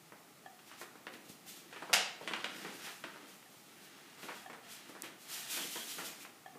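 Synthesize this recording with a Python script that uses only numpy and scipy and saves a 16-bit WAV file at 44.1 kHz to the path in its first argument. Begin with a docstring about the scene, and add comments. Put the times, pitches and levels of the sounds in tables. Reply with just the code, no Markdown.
"""A large paper envelope is unfastened at a table and flexed open with one loud snap; papers slide out.
Stiff paper buckles in pops and thumps. Fingers and sheets rub in small slips, heard as hiss and crinkle;
the sheets' edge scrapes the envelope's mouth. A clock ticks in the quiet living room.
One microphone nearby hears it all."""
import sys
import numpy as np
from scipy import signal
from scipy.io import wavfile

SR = 44100
rng = np.random.default_rng(int(sys.argv[2]) if len(sys.argv) > 2 else 0)


def unload_audio(sound):
    """Save the sound as a 16-bit wav file, at the path given as the first command line argument."""
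    columns = np.transpose(np.atleast_2d(sound))
    # keep every value between -1 and 1, then stretch to whole-number steps
    steps = np.round(np.clip(columns, -1, 1) * 32767)
    wavfile.write(sys.argv[1], SR, steps.astype(np.int16))


N = 290573

# the snap and its two early echoes: (time [s], level [dB], decay [s], crackle share [0-1])
SNAP_PEAKS = [(1.9307, -0.5, 0.0062, 1), (1.937, 1, 0.0024, 0.56), (1.9426, -3, 0.0018, 0.5)]
# buckles: (time [s], ring level [dB], corner [Hz], base decay [s], thump level [dB], crisp level [dB])
BUCKLES = [(0.121, -27.5, 1740, 0.0055, -36, -52), (0.591, -34, 3020, 0.0083, -45, -39),
           (0.714, -27, 2420, 0.0061, -45, -35), (0.814, -20.5, 1800, .012, -31.5, -30),
           (0.955, -29, 1410, .009, -39, -40), (1.068, -18, 2680, 0.0049, -28, -57),
           (1.137, -26.5, 3650, 0.0074, -28.5, -46), (1.727, -23, 2820, 0.014, -38, -35),
           (1.761, -21, 2480, 0.018, -34.5, -51), (1.822, -16, 1400, .012, -58, -32),
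           (1.896, -16.5, 1190, 0.017, -45, -51), (2.211, -19.5, 850, .007, -29, -40),
           (2.276, -11.5, 3220, .006, -29, -23), (2.311, -16.5, 1660, 0.0015, -27, -43),
           (2.335, -9, 2960, 0.0052, -27, -46), (2.4432, -10, 3160, .0025, -26.5, -25.5),
           (2.647, -18, 2370, 0.025, -18.5, -49), (2.866, -19.5, 2870, .022, -38, -42),
           (3.039, -15, 2480, 0.0082, -25.5, -32), (3.158, -27, 1700, .015, -37, -46),
           (4.23, -23, 2900, .018, -23, -37), (4.285, -15.5, 2100, .026, -31, -44),
           (4.499, -22, 2130, 0.015, -28, -35), (4.531, -24, 1960, .01, -42, -34),
           (4.893, -29.5, 1890, 0.0085, -38, -40), (4.951, -24.5, 1810, .018, -46, -39),
           (5.034, -19.5, 3100, 0.048, -24, -33), (5.57, -17, 2510, 0.019, -27, -26),
           (5.757, -18, 1830, 0.013, -26, -37), (5.984, -16, 2100, 0.032, -21.5, -26),
           (6.249, -25, 2420, 0.0074, -42, -46), (6.553, -32, 1630, 0.0084, -28.5, -48)]
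# paper patch with a 2000 Hz corner: (frequency [Hz], gain [dB], emphasis weight [ratio])
PATCH_SPECTRUM = [(99, -49, 0), (240, -5.5, 0), (485, 0.5, 0), (1300, 2.5, -0.3), (1600, 0.5, 0.3),
                  (1830, 0.5, 1.5), (2150, -1.5, 0.5), (2640, -6.5, 0.42), (3680, -15, 0.2), (9000, -35, 0)]
# paper on paper and skin: (start [s], rise [s], decay [s], level [dB])
STROKES = [ (0.64, 0.043, 0.028, -60.5), (0.755, 0.069, 0.019, -53), (1.11, .03, .03, -60),
           (1.23, .03, .05, -62), (1.28, 0.017, 0.045, -54.5), (1.44, 0.059, 0.051, -50.5),
           (1.55, 0.02, 0.048, -55.5), (2.519, 0.055, .16, -56.5), (2.69, .07, 0.094, -56.5),
           (2.8, 0.058, 0.12, -52.5), (3.26, .03, 0.15, -60.5), (3.449, 0.091, .4, -65),
           (3.79, 0.063, .03, -61), (4.16, 0.083, .08, -56.5), (4.31, .06, 0.074, -58.5),
           (4.655, 0.078, 0.048, -52), (4.872, 0.028, 0.031, -59), (5.025, 0.017, 0.034, -53),
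           (5.16, 0.067, 0.16, -58.5), (5.254, 0.089, 0.12, -44), (5.469, 0.058, 0.17, -40),
           (5.67, 0.071, 0.19, -46.5), (5.849, 0.059, 0.092, -45.5), (5.96, 0.037, .04, -50),
           (6.029, .03, 0.046, -44.5), (6.16, .07, 0.021, -53.5)]
# envelope bending: (start [s], length [s], crinkle level [dB], rumble level [dB])
BENDS = [(0.665, 0.18, -62, -80), (1.056, 0.35, -76, -65.5), (1.44, 0.26, -70, -66),
         (1.677, 0.32, -60, -70), (2.197, 0.28, -55, -57.5), (2.464, 0.31, -53, -58),
         (2.785, 0.14, -51.5, -65), (3.05, 0.31, -62, -65), (3.64, 0.69, -63.5, -73),
         (4.166, 0.28, -57.5, -67.5), (4.618, 0.28, -59, -74), (4.841, 0.31, -64, -64),
         (5.247, 0.37, -54, -72), (5.53, 0.16, -53, -55.5), (5.728, 0.54, -60, -65.5)]
# sheet edge on the mouth: (start [s], length [s], starting resonance [Hz], level [dB])
SCRAPES = [(5.592, .06, 3220, -48), (5.745, .1, 3130, -49.5), (5.86, .08, 3670, -57),
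           (6.198, .08, 2350, -60)]
# fingertip presses and tiny clicks: (time [s], level [dB])
PRESSES = [(1.298, -24)]
CLICKS = [(5.0217, -16.5)]
# spectral shapes: (frequency [Hz], gain [dB])
SNAP_SPECTRUM = [(53, -37), (110, -42), (182, -4.5), (257, -17.5), (362, -13.5), (688, -3.5), (850, -6.5),
                 (1130, -8), (1250, -7.5), (2090, -6), (2760, -3), (3280, -6.5), (5370, -7.5), (12600, -20),
                 (15000, -32)]
PANEL_SPECTRUM = [(40, -43), (80, -26), (120, -11), (175, 1), (340, 7), (520, -0.5), (1200, -22),
                  (4000, -68)]
CRISP_SPECTRUM = [(500, -6), (2500, 9), (5000, -1), (9000, 2), (15000, -24)]
SLIDE_SPECTRUM = [(250, -38), (600, -21), (1200, -14), (2000, -8.5), (3000, -3.5), (4500, -6), (7000, -5.5),
                  (11000, -8.5), (14300, -8), (15500, -20)]
CRINKLE_SPECTRUM = [(180, -38), (300, -19), (422, 0.5), (586, -24), (656, 1), (1030, -6), (1230, -2.5),
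                    (1910, 0.5), (2080, -3.5), (3140, -2.5), (9000, -15), (11700, -16.5), (19800, -120)]
CLICK_SPECTRUM = [(500, -35), (2500, -15), (4500, -7), (6000, -0.5), (10000, 1), (15000, -9)]
ROOM_TONE_SPECTRUM = [(15, -76), (25, -57), (59, -25), (135, -2), (167, -0.5), (196, 0.5), (354, -0.5),
                      (450, -3.5), (488, -8.5), (833, -3.5), (978, -11.5), (1240, -5), (1580, -11.5),
                      (1960, -8.5), (3200, -13), (7000, -15), (15000, -18)]
# clock case modes: (frequency [Hz], relative level [dB], T60 [s])
CLOCK_MODES = [(723, 0, 0.037), (757, 2.5, 0.048), (1180, -11.5, 0.1), (1740, -4, 0.061), (1790, -3, 0.03),
               (3230, -6.5, 0.032)]
# room decay: (frequency [Hz], T60 [s])
ROOM_T60 = [(150, 0.34), (700, 0.62), (2500, 0.56), (5000, 0.45), (9000, 0.35), (12500, 0.23),
            (15000, 0.099)]
# table, wall and ceiling echoes: (delay [s], relative gain [ratio])
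ECHOES = [(.0021, 0.22), (.0064, 0.35), (0.0124, 0.36), (0.017, .25), (.022, .22)]


def envelope_snap():
    """One loud snap, heard as three sharp peaks about 6 ms apart: the crack and two strong early echoes."""
    out, paper = np.zeros(N), impulse(SNAP_SPECTRUM)
    for time_s, level_db, decay_s, crackle in SNAP_PEAKS:
        peak = amp(level_db) * burst(paper, decay_s, crackle)
        add(out, time_s, room(peak, wet_db=-1.3, echo_db=-6))
    return out


def paper_buckles(hard_db=-16, emphasis_per_db=0.3, max_emphasis_db=5.5):
    """Each buckle rings a patch up to a corner set by its size and shoves the panel."""
    out, panel, edge = np.zeros(N), impulse(PANEL_SPECTRUM), impulse(CRISP_SPECTRUM)
    for time_s, ring_db, corner_hz, decay_s, thump_db, crisp_db in BUCKLES:
        # hard buckles bring out the patch's mode, just under the corner
        emphasis_db = np.clip(emphasis_per_db * (ring_db - hard_db), 0, max_emphasis_db)
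        spectrum = [(hz, db + weight * emphasis_db) for hz, db, weight in PATCH_SPECTRUM]
        patch = impulse(spectrum, stretch=corner_hz / 2000)
        ring = amp(ring_db) * burst(patch, decay_s, crackle=1 - np.exp(-decay_s / 0.00057))
        crisp = amp(crisp_db) * burst(edge, decay_s + 0.0058, crackle=0.97)
        thump = amp(thump_db) * burst(panel, decay_s + 0.0022, crackle=0.99)
        add(out, time_s, room(ring + crisp + thump, wet_db=-3, echo_db=-2.5))
    return out


def paper_friction():
    """Strokes hiss in fine slips; bends crinkle in coarser ones and rumble the panels."""
    sliding = power_sum((start_s, amp(db) * stroke(rise_s, decay_s))
                        for start_s, rise_s, decay_s, db in STROKES)
    creasing = power_sum((start_s, amp(db) * arch(length_s)) for start_s, length_s, db, _ in BENDS)
    heaving = power_sum((start_s, amp(db) * arch(length_s)) for start_s, length_s, _, db in BENDS)
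    hiss = sliding * slips(SLIDE_SPECTRUM, rate_hz=2500, spread_db=0, hiss_gain=1.33)
    crinkle = creasing * slips(CRINKLE_SPECTRUM, rate_hz=400, spread_db=0.5, hiss_gain=1)
    rumble = heaving * slips(PANEL_SPECTRUM, rate_hz=150, spread_db=4, hiss_gain=1)
    return room(hiss, wet_db=-6, echo_db=-43) + room(crinkle + rumble, wet_db=-5.5, echo_db=-15)


def edge_scrapes(climb_hz_per_s=1700, width_hz=480):
    """Slips of the sheets' edge drive a narrow resonance that climbs as they come out."""
    out, friction = np.zeros(N), slips(CRISP_SPECTRUM, rate_hz=590, spread_db=0, hiss_gain=0.6)
    for start_s, length_s, start_hz, level_db in SCRAPES:
        effort = arch(length_s)
        force = friction[round(start_s * SR):][:len(effort)]
        pitch_hz = start_hz + climb_hz_per_s * np.arange(len(effort)) / SR
        tone = resonate(resonate(force, pitch_hz, width_hz), pitch_hz, width_hz)
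        add(out, start_s, amp(level_db) * effort * np.sqrt(len(tone)) * unit(tone))
    return out


def finger_flicks(start_s=3.4, length_s=0.8, rate_hz=14, min_db=-41.75, range_db=7):
    """Fingers flick the sheets inside: faint buckles of random time, size and strength."""
    out, spectrum = np.zeros(N), [(hz, db) for hz, db, _ in PATCH_SPECTRUM]
    for when, pitch, strength in rng.random((round(rate_hz * length_s), 3)):
        patch = impulse(spectrum, stretch=0.95 + pitch)
        flick = amp(min_db + range_db * strength) * burst(patch, decay_s=0.009, crackle=1)
        add(out, start_s + when * length_s, flick)
    return room(out, wet_db=-4, echo_db=-9)


def touches():
    """A fingertip presses the envelope on the table; later, a tiny click. Both close, nearly dry."""
    out, panel, click = np.zeros(N), impulse(PANEL_SPECTRUM, stretch=0.68), impulse(CLICK_SPECTRUM)
    for time_s, level_db in PRESSES:
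        add(out, time_s, amp(level_db) * burst(panel, decay_s=0.0054, crackle=0.22))
    for time_s, level_db in CLICKS:
        add(out, time_s, amp(level_db) * burst(click, decay_s=0.001, crackle=0.29))
    return room(out, wet_db=-31, echo_db=-29)


def clock(first_s=0.46, tick_db=-21, tock_db=-35.5, attack_s=0.002):
    """The movement steps once a second, strong and weak by turns, ringing the small case."""
    out, t = np.zeros(N), np.arange(SR // 4) / SR
    case = sum(mode(t, hz, db, t60_s) for hz, db, t60_s in CLOCK_MODES)
    tick = unit(case * (1 - np.exp(-t / attack_s)))
    for step, time_s in enumerate(np.arange(first_s, N / SR)):
        add(out, time_s, amp(tock_db if step % 2 else tick_db) * tick)
    return room(out, wet_db=-6, echo_db=-9)


def room_tone(rms_db=-60):
    """Steady low murmur of room air, plus microphone hiss."""
    return amp(rms_db) * shaped(rng.standard_normal(N), ROOM_TONE_SPECTRUM)


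def room(x, wet_db, echo_db, build_s=0.0015, size=24576):
    """Direct sound, early echoes, one low mode and a diffuse tail whose treble dies first."""
    hz, frame_s, noise = signal.stft(rng.standard_normal(size), SR, nperseg=256)
    decay = amp(-60 * frame_s / log_interp(ROOM_T60, hz)[:, None])
    tail = signal.istft(noise * decay, SR, nperseg=256)[1]
    t = np.arange(len(tail)) / SR
    diffuse = unit(tail * (1 - np.exp(-t / build_s)))
    response = amp(wet_db) * (diffuse + mode(t, hz=200, db=-49.5, t60_s=0.31))
    response[0] += 1
    for delay_s, gain in ECHOES:
        response[round(delay_s * SR)] += gain * amp(echo_db)
    return signal.oaconvolve(x, response)[:N]


def burst(response, decay_s, crackle, size=2048):
    """One sudden give and its dying crackle ring a response; unit energy."""
    t = np.arange(size) / SR
    force = np.sqrt(crackle) * unit(rng.standard_normal(size) * np.exp(-t / decay_s))
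    force[0] = np.sqrt(1 - crackle)
    # flatten the force so the response sets the colour
    whitener = minimum_phase((abs(np.fft.fft(force, 2 * size)) ** 2 + 1) ** -0.5)
    drive = signal.fftconvolve(force, whitener)
    return unit(signal.fftconvolve(drive, response))


def slips(spectrum, rate_hz, spread_db, hiss_gain):
    """Fibres catch and slip in random grains over a smooth hiss; unit RMS."""
    sizes = amp(spread_db * np.minimum(rng.exponential(1, N), 3))
    grains = rng.choice([-1, 1], N) * sizes * (rng.random(N) < rate_hz / SR)
    force = unit(grains) + hiss_gain * unit(rng.standard_normal(N))
    return shaped(force, spectrum)


def stroke(rise_s, decay_s):
    """Stroke speed: smooth push, exponential coast."""
    t = np.arange(2 * SR) / SR
    push = np.sin(np.pi / 2 * np.minimum(t / rise_s, 1)) ** 2
    return push * np.exp(-np.maximum(t - rise_s, 0) / decay_s)


def arch(length_s):
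    """Effort of a bend or scrape: a flattened half sine."""
    return abs(np.sin(np.linspace(0, np.pi, round(length_s * SR)))) ** 0.32


def power_sum(moves):
    """Overlapping gain curves add in power."""
    power = np.zeros(N)
    for start_s, gain in moves:
        add(power, start_s, gain ** 2)
    return np.sqrt(power)


def mode(t, hz, db, t60_s):
    """Damped cosine."""
    return amp(db - 60 * t / t60_s) * np.cos(2 * np.pi * hz * t)


def resonate(x, hz, width_hz):
    """Resonator tracking the curve hz."""
    carrier = np.exp(2j * np.pi * np.cumsum(hz) / SR)
    pole = np.exp(-np.pi * width_hz / SR)
    return 2 * (carrier * signal.lfilter([1 - pole], [1, -pole], x / carrier)).real


def shaped(x, spectrum):
    """Filters by a spectrum; unit RMS."""
    return np.sqrt(N) * unit(signal.oaconvolve(x, impulse(spectrum))[:N])


def impulse(spectrum, stretch=1, size=4096):
    """Impulse response of a spectrum stretched in frequency."""
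    hz = abs(np.fft.fftfreq(size, 1 / SR))
    return minimum_phase(amp(log_interp(spectrum, hz / stretch)))


def minimum_phase(gain):
    """Causal unit-energy response from two-sided FFT gains."""
    log_spectrum = np.conj(signal.hilbert(np.log(gain + 1e-5)))
    return unit(np.fft.ifft(np.exp(log_spectrum)).real[:len(gain) // 2])


def log_interp(points, hz):
    """Table lookup on a log-frequency axis."""
    knots_hz, values = np.transpose(points)
    return np.interp(np.log(hz + 1), np.log(knots_hz + 1), values)


def add(mix, time_s, sound):
    """Mixes in place at time_s."""
    part = mix[round(time_s * SR):][:len(sound)]
    part += sound[:len(part)]


def amp(db):
    """dB to gain."""
    return 10 ** (np.asarray(db) / 20)


def unit(x):
    """Scales to unit energy."""
    return x / np.sqrt(np.sum(x ** 2) + 1e-20)


def scene():
    """All sources at one microphone, same on both channels."""
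    mono = (paper_buckles() + finger_flicks() + envelope_snap() + touches() + clock()
            + paper_friction() + edge_scrapes() + room_tone())
    return np.array([mono, mono])


def record(dry):
    """Low-pass band limit."""
    cutoff_hz = 15500
    lowpass = signal.firwin(511, cutoff_hz, window=("kaiser", 9), fs=SR)
    return signal.oaconvolve(dry, lowpass[None], "same", axes=1)


dry = scene()
out = record(dry)
unload_audio(out)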